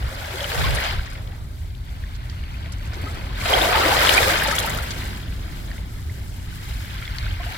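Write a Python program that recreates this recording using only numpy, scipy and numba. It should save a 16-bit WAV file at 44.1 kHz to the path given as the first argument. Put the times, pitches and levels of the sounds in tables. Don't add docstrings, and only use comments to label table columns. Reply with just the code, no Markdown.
import sys
import numpy as np
from scipy import signal
from scipy.fft import rfft, irfft, next_fast_len
from scipy.io import wavfile
from scipy.ndimage import uniform_filter1d
from numba import njit

SR = 44100
rng = np.random.default_rng(int(sys.argv[2]) if len(sys.argv) > 2 else 0)


def store_pcm(level_fs):
    pcm = np.round(np.clip(level_fs, -1, 1) * 32767).astype(np.int16)
    wavfile.write(sys.argv[1], SR, np.atleast_2d(pcm).T)


N = 333837
PLOP_T60_S, TICK_S = 0.08, 0.016


def undb(db):
    return 10 ** (np.asarray(db) / 20)


def unit(x):
    return x / np.sqrt(np.mean(x ** 2))


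def on_log(table, hz):
    f, db = np.transpose(table)
    return np.interp(np.log(np.maximum(hz, 1)), np.log(f), db)


def colour(x, db_of):
    n = next_fast_len(N)
    hz = np.arange(n // 2 + 1) * SR / n
    return irfft(rfft(x, n) * undb(db_of(hz)), n)[..., :N]


def walk(rate_hz):
    k = int(SR / rate_hz)
    steps = np.repeat(rng.standard_normal(N // k + 1), k)
    return unit(uniform_filter1d(uniform_filter1d(steps, k), k)[:N])


@njit
def ring(start, lead, hz, t60_s, rise, left, right, onset_cycles):
    out = np.zeros((2, N + 64))
    for g in range(len(start)):
        n = int(t60_s[g] * SR * 0.7)
        w = 2 * np.pi * hz[g] / SR
        step = np.exp(1j * w - np.log(1000) / (t60_s[g] * SR))
        glide = np.exp(1j * w * rise[g] / n)
        fade = np.exp(-hz[g] / SR / onset_cycles)
        z, hush = 1 + 0j, 1.0
        for i in range(start[g], min(start[g] + n, N)):
            z *= step
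            step *= glide
            hush *= fade
            y = z.imag * (1 - hush)
            out[0, i + 32 - lead[g]] += left[g] * y
            out[1, i + 32] += right[g] * y
    return out[:, 32:N + 32]


def bearing(s, chance, shore, spread):
    # t/s, sine of angle to the left [1]
    busy_stretch = [(0, 0.87), (1.2, .91), (1.8, .76), (2.9, .76), (3.4, .88), (5.3, 0.91), (7, 0.87)]
    port_gap_s = 27 / SR
    shore = np.clip(shore, 0, 0.9)
    front = spread * np.cos(np.pi * (chance - shore) / (1 - shore))
    sine = np.where(chance < shore, np.interp(s, *np.transpose(busy_stretch)), front)
    return np.rint(port_gap_s * SR * np.clip(sine, -1, 1)).astype(np.int64)


def swarm(count, shape, cycles, rise, scatter_db, unlike_db, shore, spread):
    when, pitch, way, size, length = rng.random((count, 5)).T
    s = when * N / SR
    lowest_hz, highest_hz = shape[0][0], shape[-1][0]
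    hz = lowest_hz * (highest_hz / lowest_hz) ** pitch
    t60_s = cycles * (0.5 + length) / hz
    gain = hz * undb(on_log(shape, hz) - scatter_db * np.log(1 - size))
    side = undb(unlike_db * rng.standard_normal(count))
    start, lead = (when * N).astype(np.int64), bearing(s, way, shore, spread)
    return unit(ring(start, lead, hz, t60_s, np.full(count, rise), gain * side, gain / side, 0.76))


def singles(s, db, hz, t60_s, pan_db, rise, onset_cycles=0.3):
    start, lead = (s * SR).astype(np.int64), bearing(s, rng.random(len(s)), shore=0, spread=0.12)
    left, right = undb(db + pan_db / 2), undb(db - pan_db / 2)
    return ring(start, lead, hz, t60_s, np.full(len(s), rise), left, right, onset_cycles)


def spatter(s, db, pan_db, low_hz, high_hz, length_s, count):
    late, pitch = rng.random((len(s), count, 2)).T
    hz = (low_hz * (high_hz / low_hz) ** pitch).ravel()
    moments_s = (s + length_s * late ** 2).ravel()
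    return singles(moments_s, np.tile(db, count), hz, 14 / hz, np.tile(pan_db, count), rise=0.08)


def wash(s):
    # t/s, gurgle level/dB, fizz level/dB, spray level/dB
    activity = [(0, -41, -39, -50), (.3, -39.5, -36, -44), (.6, -30.5, -28, -36.5), (.88, -33, -27.5, -42),
                (1.0, -42.5, -37.5, -48), (1.14, -47.5, -43.5, -57), (1.26, -47.5, -51, -60),
                (1.6, -56.5, -54.5, -57.5), (2.15, -54.5, -46.5, -59), (2.85, -49.5, -44.5, -56.5),
                (3.03, -42, -39.5, -52), (3.33, -41.5, -40, -53), (3.42, -37, -32, -39),
                (3.52, -21, -23, -31.5), (3.76, -19, -21.5, -32), (4.05, -22, -19.5, -29),
                (4.28, -24.5, -22.5, -29.5), (4.36, -28.5, -23, -33), (4.78, -33, -31, -40.5),
                (4.88, -42, -35, -44), (5.4, -47.5, -43, -50), (6.3, -53, -50.5, -51.5),
                (6.55, -53.5, -44, -48.5), (7.04, -51, -39.5, -49), (7.36, -50, -39.5, -50.5),
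                (7.57, -45, -35, -44.5)]
    at_s, *columns = np.transpose(activity)
    return [np.interp(s, at_s, column) for column in columns]


def far_hiss():
    # f/Hz, density/(dB per Hz)
    hiss_colour = [(200, -30), (400, 3), (1000, -14), (2000, -5.5), (4000, 3.5), (6000, -6.5), (15000, -11)]
    level_db, lag_samples = -59.5, 24
    along, left, right = rng.standard_normal((3, N))
    pair = np.array([left + 0.9 * along, right + 0.95 * np.roll(along, lag_samples)])
    hiss = unit(colour(pair, lambda hz: on_log(hiss_colour, hz)))
    return hiss * undb(level_db + 0.58 * walk(0.77))


def rumble(pair):
    # f/Hz, density/(dB per Hz)
    surf_colour = [(12, -41), (20, -7), (48, 3), (91, 0.5), (121, -6.5), (150, -19), (220, -34.5),
                   (400, -50), (900, -82)]
    # t/s, level over steady surf/dB, half width/s
    thuds = [(.06, 10, 0.035), (.36, -4, 0.49), (.71, 9, .1), (.97, 7.5, 0.074), (7.29, 5.5, .08)]
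    s, level_db = np.arange(N) / SR, -30
    for at_s, db, half_s in thuds:
        level_db = level_db + db * np.maximum(0, 1 - abs(s - at_s) / half_s)
    return unit(colour(pair, lambda hz: on_log(surf_colour, hz))) * undb(level_db)


def heave(pair):
    # t/s, level/dB
    heave_levels = [(0.0, -46), (0.36, -46.5), (0.55, -44), (1.79, -52), (3.42, -41), (3.58, -40.5),
                    (4.74, -38), (5.92, -44.5), (7.57, -46.5)]
    heave_colour = [(90, -12), (150, 1), (240, -3), (380, -9.5), (800, -45.5)]  # f/Hz, level/dB
    noise = unit(colour(pair, lambda hz: on_log(heave_colour, hz)))
    return noise * undb(np.interp(np.arange(N) / SR, *np.transpose(heave_levels)))


def surf():
    mid, side = rng.standard_normal((2, N))
    side_colour = [(30, -13), (70, -18.5), (140, -13.5), (280, -8.5), (700, 3)]  # f/Hz, level/dB
    side = colour(side, lambda hz: on_log(side_colour, hz))
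    pair = mid + side * np.array([[1], [-1]])
    return rumble(pair) + heave(pair)


def gust():
    start_s, attack_s, hold_s, release_s = 0.583, 0.07, 0.16, 0.12
    level_db = -23
    gust_colour = [(20, -14), (60, 10), (150, 4.5), (400, -36), (2000, -70)]  # f/Hz, level/dB
    air = colour(rng.standard_normal((2, N)), lambda hz: on_log(gust_colour, hz))
    since_s = np.arange(N) / SR - start_s
    away = np.maximum(0, np.maximum(-since_s / attack_s, (since_s - hold_s) / release_s))
    return unit(air) * undb(level_db - 46 * away)


def strays(count, above_db, scatter_db, pan_db):
    when, size, pitch, side = rng.random((count, 4)).T
    return when * N / SR, above_db - scatter_db * np.log(1 - size), pitch, pan_db * (2 * side - 1)


def scattered():
    s, db, pitch, pan_db = strays(count=200, above_db=-1.5, scatter_db=2.0, pan_db=4)
    t60_s = np.full(len(s), PLOP_T60_S)
    small_plops = singles(s, wash(s)[0] + db, 350 * 3.8 ** pitch, t60_s, pan_db, rise=0.13, onset_cycles=1.7)
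    s, db, pitch, pan_db = strays(count=400, above_db=-1.5, scatter_db=2.5, pan_db=10)
    low_hz, high_hz = 1200 + 1800 * pitch, 2200 + 3000 * pitch
    splashes = spatter(s, wash(s)[1] + db, pan_db, low_hz, high_hz, length_s=0.0065, count=6)
    s, db, pitch, pan_db = strays(count=200, above_db=-13, scatter_db=4.0, pan_db=2)
    low_hz, high_hz = 4000 + 4000 * pitch, 9000 + 8000 * pitch
    small_ticks = spatter(s, wash(s)[2] + db, pan_db, low_hz, high_hz, TICK_S, count=28)
    return small_plops + splashes + small_ticks


def ticks():
    # t/s, level/dB, middle pitch f/Hz, left minus right/dB
    drops = [(0.2566, -35, 5900, 2), (0.5463, -31, 7200, 5.5), (0.7488, -25, 7260, 9),
             (0.838, -30, 5660, 10), (1.059, -37, 5630, 7.0), (1.1019, -40, 7040, 8),
             (1.1313, -41, 8190, 5.0), (2.149, -37.5, 5600, -6), (2.2972, -44, 5560, -5),
             (2.5666, -48, 5520, 4), (2.7222, -32.5, 7400, -7), (2.8549, -41, 7680, 0.5),
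             (2.9417, -36, 5630, -3), (3.0155, -38, 11600, 0), (3.1094, -39, 6600, 1),
             (3.1443, -39, 7180, -3), (3.255, -42, 6330, 3), (3.4036, -32, 6420, 3),
             (3.4797, -26, 5510, -2), (3.5882, -22, 8320, -3), (3.7673, -29, 12000, 1),
             (4.0507, -18, 6630, -4), (4.136, -14, 6620, -2), (4.374, -24, 5530, -1),
             (4.4343, -20, 12800, -6), (4.473, -21, 7350, -2), (4.5114, -19, 6450, -5),
             (4.5518, -18.5, 9080, -3), (4.588, -15.5, 9120, -6), (4.6266, -25, 7290, -5),
             (4.6618, -23, 12000, -6), (4.6962, -21.5, 10500, -3), (4.7731, -27, 8900, -1),
             (4.8249, -28, 12500, -2), (4.907, -23, 5550, -1), (4.9761, -34, 7070, 1.0),
             (5.0539, -36, 6690, 8), (5.1716, -40, 12400, -3)]
    s, db, hz, pan_db = np.transpose(drops)
    return spatter(s, db, pan_db, 0.58 * hz, 1.37 * hz, TICK_S, count=28)


def clacks():
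    # t/s, ring level/dB, ring f/Hz, resonance f/Hz, resonance level/dB, left minus right/dB
    knocks = [(0.215, -33.5, 1480, 4280, -39, 1.0), (0.4058, -25, 1850, 3290, -20.5, 2.5),
              (0.4428, -25, 1420, 2970, -17, 0.5), (0.7852, -12, 1840, 3230, -38, -1.0),
              (0.9934, -24, 1550, 3010, -35, -0.5), (1.0754, -27, 1850, 3020, -39, -3),
              (1.1548, -25.5, 2140, 2700, -45, -4), (1.3219, -34, 2000, 2620, -42, 2.0),
              (2.0383, -27.5, 1800, 3320, -39, 3.0), (2.2977, -48, 1980, 4640, -28, -8),
              (2.6589, -30, 2260, 3710, -34, 1.5), (2.9344, -31, 1480, 4880, -30, -2.0),
              (3.4146, -16, 2250, 3580, -28, 0.5), (3.4585, -20, 2560, 2600, -25, 6),
              (3.757, -20, 2130, 2900, -17, 3), (3.917, -12, 1480, 3810, -23, 0.5),
              (4.0711, -24, 2040, 3300, -11, 3), (4.1669, -8, 2140, 3030, -22, 8),
              (4.229, -10, 1890, 3530, -9.5, 4), (4.3086, -21, 2000, 3720, -21, 1.0),
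              (4.4218, -12, 1670, 3010, -29.5, 4), (4.5126, -10, 1710, 5000, -28, 7),
              (4.5836, -22.5, 1390, 3300, -10.5, 3), (4.7865, -21, 1380, 3650, -24, 3.0),
              (4.9192, -25, 2250, 3230, -33, 3.0), (5.0344, -28, 2030, 3380, -43, 0.0),
              (5.7145, -23, 1830, 4440, -32, -0.5), (5.7798, -28, 2100, 3630, -39, -0.5),
              (6.8463, -29, 1650, 4160, -44, -0.5), (6.9804, -41, 2190, 2980, -29, 2),
              (7.0254, -22, 2160, 3180, -30, -1.0), (7.0534, -36.5, 1970, 3400, -27, 3),
              (7.0773, -20, 2060, 3290, -27, -6), (7.1844, -27, 2000, 4430, -18, 3.5),
              (7.3094, -35, 2040, 3040, -27.5, 1), (7.44, -32, 1440, 2780, -35, 0.5)]
    s, ring_db, ring_hz, resonance_hz, resonance_db, pan_db = np.transpose(knocks)
    low_ring = singles(s, ring_db, ring_hz, 30 / ring_hz, pan_db, rise=0.043, onset_cycles=0.85)
    resonance = singles(s, resonance_db, resonance_hz, 45 / resonance_hz, pan_db, rise=0.081, onset_cycles=1.3)
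    low_hz, high_hz = 0.63 * resonance_hz, 1.6 * resonance_hz
    splash = spatter(s, resonance_db - 7.0, pan_db, low_hz, high_hz, length_s=0.0068, count=8)
    return low_ring + resonance + splash


def plops():
    # t/s, level/dB, starting pitch f/Hz, left minus right/dB
    bubbles = [(0.112, -30.5, 616, -2), (0.339, -23, 360, 5), (0.413, -21, 550, -4), (0.447, -28, 548, 0.0),
               (0.534, -22.5, 467, 3), (0.641, -20.5, 1046, -9), (0.703, -27, 556, -4),
               (2.662, -37, 660, -1.0), (2.967, -29.5, 348, 4), (3.036, -22.5, 264, 2.0),
               (3.068, -28.5, 1246, -1), (3.182, -34, 345, 5), (3.454, -20, 681, 0.0),
               (3.502, -12.5, 513, 0.0), (3.563, -15.5, 678, -0.5), (3.643, -26, 501, -2),
               (3.699, -16, 704, -3), (3.748, -10.5, 864, -1), (3.779, -15, 883, 1.0),
               (3.828, -18, 1280, 1.5), (3.854, -15, 310, 6), (3.882, -13, 495, 5.5), (3.919, -11, 800, -2),
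               (4.029, -13.5, 952, -6), (4.177, -16.5, 764, 1), (4.275, -10.5, 530, 0.5),
               (4.314, -17, 314, 5), (4.455, -18, 866, 3.5), (4.481, -16, 548, -3), (4.524, -18, 1256, 4),
               (4.643, -19, 886, 0.5), (4.962, -32, 283, 0.0), (7.02, -35, 1350, 3.0),
               (7.399, -26.5, 682, 1), (7.463, -28, 682, 0.0), (7.509, -32, 736, 1.5),
               (7.549, -37, 1325, 1.5)]
    s, db, hz, pan_db = np.transpose(bubbles)
    t60_s = np.full(len(s), PLOP_T60_S)
    big = singles(s, db, hz, t60_s, pan_db, rise=0.132, onset_cycles=1.5)
    late, smaller = rng.random((len(s), 2)).T
    shed_s, shed_hz = s + 0.036 * late, hz * (1.1 + 0.5 * smaller)
    shed = singles(shed_s, db - 2.5, shed_hz, 0.79 * t60_s, pan_db, rise=0.194, onset_cycles=4.2)
    return big + shed


def spray():
    # f/Hz, density/(dB per Hz)
    spray_shape = [(4000, 5.5), (6000, 1), (8500, -0.5), (10500, -11), (12500, -1.5), (15000, -1)]
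    return swarm(count=150000, shape=spray_shape, cycles=7.6, rise=0.045,
                 scatter_db=2.1, unlike_db=5.5, shore=0.27, spread=0.97)


def fizz():
    # f/Hz, density/(dB per Hz)
    fizz_shape = [(800, 2), (1300, -2), (2000, 2.5), (3200, -5), (4500, -6.5), (6500, -30)]
    foam = swarm(count=50000, shape=fizz_shape, cycles=35.5, rise=0.25,
                 scatter_db=1.5, unlike_db=2.0, shore=0.62, spread=0.7)
    drips = swarm(count=3500, shape=fizz_shape, cycles=94.0, rise=0.26,
                  scatter_db=3.0, unlike_db=4.5, shore=0.45, spread=0.7)
    return foam + undb(-8.0) * drips


def gurgle():
    # f/Hz, density/(dB per Hz)
    gurgle_shape = [(220, -16.5), (350, -9.5), (600, -1), (900, -6), (1300, -9)]
    return swarm(count=11000, shape=gurgle_shape, cycles=26.3, rise=0.38,
                 scatter_db=1.0, unlike_db=2.0, shore=0.25, spread=0.58)


def water():
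    gurgle_db, fizz_db, spray_db = wash(np.arange(N) / SR)
    surge = walk(9)
    mix = gurgle() * undb(gurgle_db + 1.1 * surge)
    mix += fizz() * undb(fizz_db + 0.77 * surge + 0.77 * walk(40))
    mix += spray() * undb(spray_db + 0.97 * surge + 1.4 * walk(45))
    pan_db = -1.8
    return mix * undb(np.array([[pan_db], [-pan_db]]) / 2)


def scene():
    background = far_hiss() + surf() + gust()
    return background + scattered() + ticks() + clacks() + plops() + water()


def record(dry):
    # f/Hz, level/dB
    left_port = [(1100, 0.5), (1480, 4.5), (1700, 1), (2100, 1.5), (2500, 0.5), (3000, 5.5), (3700, 3),
                 (4200, 2), (5800, 1), (7500, 4), (9800, 5.5), (10800, 5), (12800, 7), (13700, 3)]
    right_port = [(200, 0.5), (500, -1.5), (1200, -2.5), (1540, 4.5), (1850, -2.5), (2300, -1), (2750, -5),
                  (3250, 1), (3700, -2), (4500, 0), (5800, -1), (10300, 0.5), (11800, 5), (14000, -1)]
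    top_hz = 15900
    ports = colour(dry, lambda hz: np.array([on_log(left_port, hz), on_log(right_port, hz)]))
    ports = signal.sosfilt(signal.butter(2, 15, "high", fs=SR, output="sos"), ports)
    return signal.sosfilt(signal.ellip(10, 0.2, 80, top_hz, fs=SR, output="sos"), ports)


dry = scene()
out = record(dry)
store_pcm(out)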